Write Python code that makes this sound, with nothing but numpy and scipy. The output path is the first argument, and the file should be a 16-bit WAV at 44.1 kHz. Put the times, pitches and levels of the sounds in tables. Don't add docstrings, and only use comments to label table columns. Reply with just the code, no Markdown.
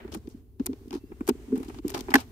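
import sys
import numpy as np
from scipy import signal
from scipy.io import wavfile

SR = 44100
rng = np.random.default_rng(int(sys.argv[2]) if len(sys.argv) > 2 else 0)


def gain_from_db(level_db):
    decades = np.asarray(level_db, float) / 20
    return 10 ** decades


def output_pcm(signal):
    pcm = np.clip(np.atleast_2d(signal).T, -1, 1) * 32767
    wavfile.write(sys.argv[1], SR, np.round(pcm).astype(np.int16))


N = 102267
OPPOSITE = np.array([[1], [-1]])


def rms_one(x):
    return x / np.sqrt(np.mean(x ** 2) + 1e-20)


def at_hz(points, hz):
    table_hz, values = np.transpose(points)
    return np.interp(np.log(hz), np.log(table_hz), values)


def drift(rate_hz):
    step = 40
    warmup = 2000
    r = np.exp(-2 * step * np.pi * rate_hz / SR)
    white = rng.standard_normal(N // step + warmup + 2)
    slow = rms_one(signal.lfilter([1], [1, -2 * r, r * r], white)[warmup:])
    return np.interp(np.arange(N) / step, np.arange(len(slow)), slow)


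def resonance(x, hz, width_hz):
    r = np.exp(-np.pi * width_hz / SR)
    feedback = [1, -2 * r * np.cos(2 * np.pi * hz / SR), r * r]
    return signal.lfilter([(1 - r * r) / 2, 0, (r * r - 1) / 2], feedback, x + 1e-18)


def bandpass(x, low_hz, high_hz, order=3):
    return signal.sosfilt(signal.butter(order, [low_hz, high_hz], "band", fs=SR, output="sos"), x)


def struck(start_s, rise_s, t60_s):
    i = int(start_s * SR)
    t = np.arange(min(N - i, int(t60_s * SR) + 200)) / SR
    shape = (1 - np.exp(-t / rise_s)) ** 2 * gain_from_db(-60 * t / t60_s)
    return slice(i, i + len(t)), t, shape / shape.max()


def swell(peak_s, rise_s, fall_s, bend):
    first = max(int((peak_s - 4 * rise_s) * SR), 0)
    n = np.arange(first, min(int((peak_s + 8 * fall_s) * SR), N))
    t = n / SR - peak_s
    return n, t, gain_from_db(-6 * np.where(t < 0, (t / rise_s) ** 2, (np.abs(t) / fall_s) ** bend))


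def grains():
    grains_per_s = 14000
    sizes = gain_from_db(2.2 * np.minimum(rng.exponential(1, (3, N)), 4))
    left, right, shared = rng.standard_normal((3, N)) * sizes * (rng.random((3, N)) < grains_per_s / SR)
    return np.array([left, right]) + .5 * np.array([shared, np.roll(shared, 16)])


# pitch_hz, likeness (0 to 1)
SIDE_LIKENESS = [(40, .74), (290, .9), (640, .2), (1400, 0)]


def banded(white, spectrum, patchy_db):
    out = 0
    edges = np.append(25 * 2 ** np.arange(0, 9.1, .5), 17000)
    for k, (low, high) in enumerate(zip(edges, edges[1:])):
        mid, side = bandpass(white[k % 2], low, high, order=2)
        hz = np.sqrt(low * high)
        alike = np.clip(at_hz(SIDE_LIKENESS, hz), 0, 1)
        stereo = np.sqrt(1 + alike) * mid + np.sqrt(1 - alike) * side * OPPOSITE
        out = out + gain_from_db(at_hz(spectrum, hz) + patchy_db * drift(1.1)) * stereo
    return rms_one(out)


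# pitch_hz, level_db (per Hz)
STREET_TONE = [(25, -6), (60, 8.5), (110, 2), (180, -23.5), (400, -11.5), (650, -54), (1500, -76),
               (16000, -33.5)]


def street(grip_change_db):
    rumble = banded(rng.standard_normal((2, 2, N)), STREET_TONE, patchy_db=1.0)
    return gain_from_db(-49 + 0.31 * grip_change_db) * rumble


def far_squeal():
    squeal_hz, width_hz, start_s, end_s, level_db = 2700, 12, .985, 1.2, -75
    t = np.arange(N) / SR
    on = np.clip((t - start_s) / .02, 0, 1) * np.clip((end_s - t) / .05, 0, 1)
    once = resonance(rng.standard_normal((2, N)), squeal_hz, width_hz)
    return gain_from_db(level_db) * on * rms_one(resonance(once, squeal_hz, width_hz))


def bird_chirp():
    middle_s, pitch_hz, rise_hz_per_s, level_db = 1.075, 4930, 10500, -80
    u = np.arange(N) / SR - middle_s
    turns = pitch_hz * u + rise_hz_per_s * u ** 2 / 2
    return gain_from_db(level_db) * np.exp(-(u / .065) ** 4) * np.sin(2 * np.pi * turns)


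# pitch_hz, level_db (per Hz)
RUSTLE_TONE = [(600, 7), (1300, 0), (2700, -3.5), (7500, -8.5), (15500, -19)]


def hand_rustle(grip_db):
    rub = banded(rng.standard_normal((2, 2, N)), RUSTLE_TONE, patchy_db=-1.0)
    return gain_from_db(4.5 + grip_db) * rms_one(bandpass(rub, 500, 17000, order=2))


def hand_creak(grip_change_db):
    return gain_from_db(0.56 * grip_change_db - 54.5 + 1.0 * drift(25))


# start_s, length_s, level_db, bright_db (added to the bright part)
SCRAPE_STROKES = [(0, 0.2, -49, -16), (0.119, 0.077, -46, 9), (0.297, 0.053, -57, 10.5),
                  (0.939, 0.067, -46.5, 7.5), (1.276, 0.039, -34.5, 5.5), (1.942, 0.089, -34.5, 4),
                  (2.137, 0.086, -35, 10)]
# pitch_hz, level_db (per Hz)
SLIDE_TONE = [(700, 6), (2400, -0.5), (7000, -15.5), (15500, -25)]


def scrapes():
    t = np.arange(N) / SR
    dull_level, bright_level = np.zeros(N), np.zeros(N)
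    for start_s, length_s, db, bright_db in SCRAPE_STROKES:
        fade_in = np.clip((t - start_s) / 0.0024, 0, 1)
        fade_out = np.clip((start_s + length_s - t) / 0.026, 0, 1)
        weaken_db = -15.4 * np.clip((t - start_s) / length_s, 0, 1)
        stroke = gain_from_db(db + weaken_db) * fade_in * fade_out
        dull_level += stroke
        bright_level += gain_from_db(bright_db) * stroke
    slide = banded(np.array([grains(), grains()]), SLIDE_TONE, patchy_db=2.0)
    split_hz = 3200
    dull = signal.sosfilt(signal.butter(2, split_hz, fs=SR, output="sos"), slide)
    bright = signal.sosfilt(signal.butter(2, split_hz, "high", fs=SR, output="sos"), slide)
    return gain_from_db(2.0 * drift(150)) * (dull_level * dull + bright_level * bright)


# pitch_hz, first_blow_db, second_blow_db, t60_s
LATCH_MODES = [(823, -3.5, -6.5, 0.029), (1063, -8.5, -4, .03), (1550, -10, -2, 0.028),
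               (1717, 1.5, 3.5, 0.019), (2000, 5.5, -2, 0.013), (2700, -12.5, -16.5, 0.036)]
# hit_s, level_db
LATCH_BLOWS = [
    (2.1405, -7),
    (2.1552, -7),
]


def latch():
    out = np.zeros((2, N))
    for hz, *levels_db, t60_s in LATCH_MODES:
        for (hit_s, db), level_db in zip(LATCH_BLOWS, levels_db):
            span, t, shape = struck(hit_s - .0015, .0016, t60_s)
            side_db = rng.normal(0, 2.4, (2, 1))
            turns = hz * t + rng.random()
            lag_turns = np.array([[0], [rng.uniform(0.081, 0.42)]])
            ring = np.sin(2 * np.pi * (turns + lag_turns))
            out[:, span] += gain_from_db(db + level_db - 7.0 + side_db) * shape * ring
    return out * gain_from_db([[-1.5], [1.5]])


# peak_s, plastic_db, lock_db, blade_db,
# length_s
KEY_TICKS = [(0.048, -48, -69, -73, 0.0018), (0.079, -47, -61, -76, 0.003),
             (0.1193, -54, -53, -56, 0.0041), (0.1269, -55, -44, -62, 0.0016),
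             (0.1405, -49, -44.5, -48, 0.003), (0.147, -35, -43.5, -37, 0.0038),
             (0.2736, -55, -56.5, -62, 0.0032), (0.2901, -84, -76, -57, 0.0046),
             (0.5975, -46, -53, -60.5, 0.0037), (0.606, -61, -76, -76, 0.0016),
             (0.6656, -54.5, -32.5, -23, 0.0014), (0.7318, -45.5, -51, -72, 0.0021),
             (0.8814, -72, -60, -62, 0.0028), (0.9086, -41.5, -40.5, -51, 0.0013),
             (0.9195, -47, -63, -66, 0.009), (0.9298, -44, -45.5, -49, 0.0037),
             (0.9404, -52, -49, -57, 0.0023), (0.95, -44, -50.5, -53, 0.0069),
             (1.1188, -46.5, -74, -77, 0.0051), (1.2083, -38, -65, -57.5, 0.0031),
             (1.27, -59, -49, -44, 0.0022), (1.2775, -37.5, -43, -34, 0.0038),
             (1.293, -32, -31, -28.5, 0.0032),
             (1.522, -46, -87, -70, 0.0051), (1.5565, -45, -53.5, -55, 0.011),
                 (1.5785, -53, -60, -44.5, 0.0031), (1.599, -52.5, -66, -57, 0.018),
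                 (1.6314, -43, -53.5, -50, 0.0033), (1.647, -56, -57, -54, 0.0068),
                 (1.6838, -60, -48, -54.5, 0.0014), (1.688, -51, -57.5, -56, 0.0052),
                 (1.699, -40.5, -59, -59, 0.0032), (1.7453, -47, -54.5, -58, 0.0037),
                 (1.7872, -46.5, -51, -69, 0.0027), (1.8474, -47.5, -74, -74, 0.0047),
                 (1.8815, -49, -41.5, -34, 0.0024), (1.8983, -45, -50, -40, 0.002),
                 (1.9036, -37.5, -45, -31.5, 0.00085), (1.9092, -57, -52, -43, 0.0019),
                 (1.9184, -47, -51, -55, 0.0036), (1.946, -30, -36.5, -41, 0.0073),
                 (1.9703, -33.5, -50, -58, 0.002), (1.9781, -41, -37, -40, 0.0023),
                 (1.9916, -58, -40, -45, 0.0013), (1.999, -43, -44, -53, 0.0022),
                 (2.0084, -60, -36.5, -38, 0.0019), (2.0844, -36, -67, -63, 0.0016),
                 (2.0898, -35.5, -72, -73, 0.0034), (2.1054, -39.5, -43, -45, 0.0053),
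                 (2.1178, -31.5, -53, -59.5, 0.0045), (2.1418, -14.5, -22, -18.5, 0.0031),
                 (2.1554, -19.5, -23.5, -23, 0.004), (2.1825, -33, -41, -50, 0.0057),
                 (2.203, -43, -44, -43, 0.011),
             (0.6611, -38.5, -47, -28.5, 0.0025), (0.6702, -40, -45, -56, 0.0019),
                (1.2888, -25.5, -39.5, -27, 0.0035), (1.8945, -46, -43.5, -58, .002),
                (1.9415, -41, -38, -48, 0.0024)]
# low_hz, high_hz, length_share, left_over_right_db
TICK_PARTS = [
    (583, 2270, 1.42, 0.5),
    (2510, 5680, 0.99, 7.5),
    (6500, 14300, 0.71, 1),
]
# pitch_hz, width_hz, level_db
PANEL_MODES = [(843, 224, 10), (1157, 610, -6), (2294, 400, -4.5)]


def ticks():
    out, rub = 0, grains()
    for k, (low_hz, high_hz, share, left_db) in enumerate(TICK_PARTS):
        level = np.zeros(N)
        for peak_s, *parts_db, length_s in KEY_TICKS:
            span, _, shape = swell(peak_s, 0.0012, share * max(length_s, .001), bend=1.24)
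            level[span] += gain_from_db(parts_db[k] - 1.5) * shape
        both = bandpass([rub * level, rub], low_hz, high_hz)
        if k == 0:
            panel = sum(gain_from_db(db) * resonance(both, hz, width_hz) for hz, width_hz, db in PANEL_MODES)
            both = .18 * both + panel
        burst, steady = both
        out = out + burst / np.std(steady) * gain_from_db([[left_db / 2], [-left_db / 2]])
    return out


# pitch_hz, width_hz, level_db
BOX_MODES = [(240.3, 25.3, 0), (331.4, 83.6, -6.5), (368.2, 41, -2), (427, 36.7, -6)]


def box_noise():
    noises = []
    for force in rng.standard_normal((2, N)):
        ring = 0
        for k, (hz, width_hz, db) in enumerate(BOX_MODES):
            ring = ring + (-1) ** k * gain_from_db(db) * resonance(force, hz, width_hz)
        noises.append(rms_one(ring))
    return noises


# peak_s, level_db, pitch_hz, length_s
PUSHES = [(0.0534, -30, 373, 0.0043), (0.088, -37.5, 292, 0.0078), (0.1354, -27, 300, 0.0021),
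          (0.1561, -28, 318.4, 0.0077), (0.166, -30, 212, 0.0094), (0.2595, -41, 384, 0.006),
          (0.2796, -25, 311, 0.0022), (0.3493, -34, 260, 0.0032), (0.606, -15.5, 268, 0.0059),
          (0.6647, -38.5, 362, 0.013), (0.6976, -24, 260, 0.015), (0.7345, -26, 299, 0.0028),
          (0.8162, -45, 280, 0.0063), (0.8578, -45, 356, 0.0022), (0.8783, -36.5, 263, 0.0036),
          (0.9116, -32.5, 283, 0.0086), (0.9347, -23.5, 359, 0.0061), (0.9554, -23, 305, 0.0044),
          (0.9715, -35.5, 276, 0.0076), (1.04, -33, 284, 0.003), (1.1054, -35, 323, 0.0023),
          (1.1206, -34, 340, 0.0047), (1.2121, -21.5, 294, 0.0033), (1.2301, -40, 343, 0.0024),
          (1.2907, -13, 364, 0.003), (1.3083, -16.5, 255.6, 0.0073), (1.3543, -37.5, 352, 0.0017),
              (1.3997, -40, 281.5, 0.002), (1.4845, -34.5, 278, 0.0065), (1.5093, -32.5, 227, 0.0072),
              (1.5334, -16.5, 256, 0.017), (1.572, -22.5, 248, 0.0012), (1.5837, -25.5, 244, 0.0098),
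              (1.6043, -28.5, 272, 0.0097), (1.6314, -36, 303, 0.0042), (1.6615, -39, 274, 0.0028),
              (1.687, -32.5, 307, 0.0036), (1.7015, -33, 272, 0.0041), (1.742, -43, 294, 0.002),
              (1.757, -44, 300, 0.0037), (1.796, -33.5, 308, 0.0048), (1.8502, -15, 335, 0.0018),
              (1.865, -24.5, 300, 0.0039), (1.8754, -31, 290, 0.0051), (1.905, -40.5, 394, 0.024),
              (1.9457, -23.5, 390, 0.0032), (1.962, -29, 336, 0.0052), (1.9886, -34.5, 276, 0.0071),
              (2.0114, -36.5, 360, 0.0025), (2.0903, -24, 370, 0.0035), (2.1076, -30, 264, 0.007),
              (2.121, -36, 290, 0.0027), (2.1477, -12, 278, 0.0047), (2.16, -12, 265.7, 0.0089),
              (2.178, -51, 264, 0.0038), (2.229, -49, 292, 0.0018)]


def thumps(grip_change_db):
    tone, shake = np.zeros(N), np.zeros(N)
    phases = rng.uniform(0, 2 * np.pi, 60)
    for (peak_s, db, hz, length_s), phase in zip(PUSHES, phases):
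        span, t, shape = swell(peak_s, 0.0018 + 0.44 * length_s, max(length_s, .002), bend=1.46)
        tone[span] += gain_from_db(db - 0.5) * shape * np.sin(2 * np.pi * hz * t + phase)
        shake[span] += gain_from_db(db - 9) * shape
    mid, side = box_noise()
    creak = hand_creak(grip_change_db)
    middle = tone + (shake + creak) * mid
    difference = gain_from_db(-17) * (2 * shake + creak) * side
    return bandpass(middle + difference * OPPOSITE, 130, 520)


# time_s, level_db
HAND_GRIP = [(0, -70.5), (.38, -73), (.44, -82), (.58, -85.5), (.62, -68), (1.05, -75), (1.3, -65.5),
             (1.6, -64), (1.79, -60.5), (1.81, -77), (1.86, -59.5), (2.22, -60), (2.26, -66.5)]


def scene():
    grip_db = np.interp(np.arange(N) / SR, *np.transpose(HAND_GRIP))
    grip_change_db = grip_db - grip_db.mean()
    around = hand_rustle(grip_db) + street(grip_change_db)
    key = thumps(grip_change_db) + ticks() + scrapes()
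    return around + key + latch() + far_squeal() + bird_chirp()


def band_limit(x):
    return signal.sosfilt(signal.butter(12, 16720, fs=SR, output="sos"), x)


def record(dry):
    rounded = np.tanh(dry)
    cut = signal.sosfilt(signal.cheby2(20, 27, 15720, fs=SR, output="sos"), rounded)
    return band_limit(cut)


dry = scene()
out = record(dry)
output_pcm(out)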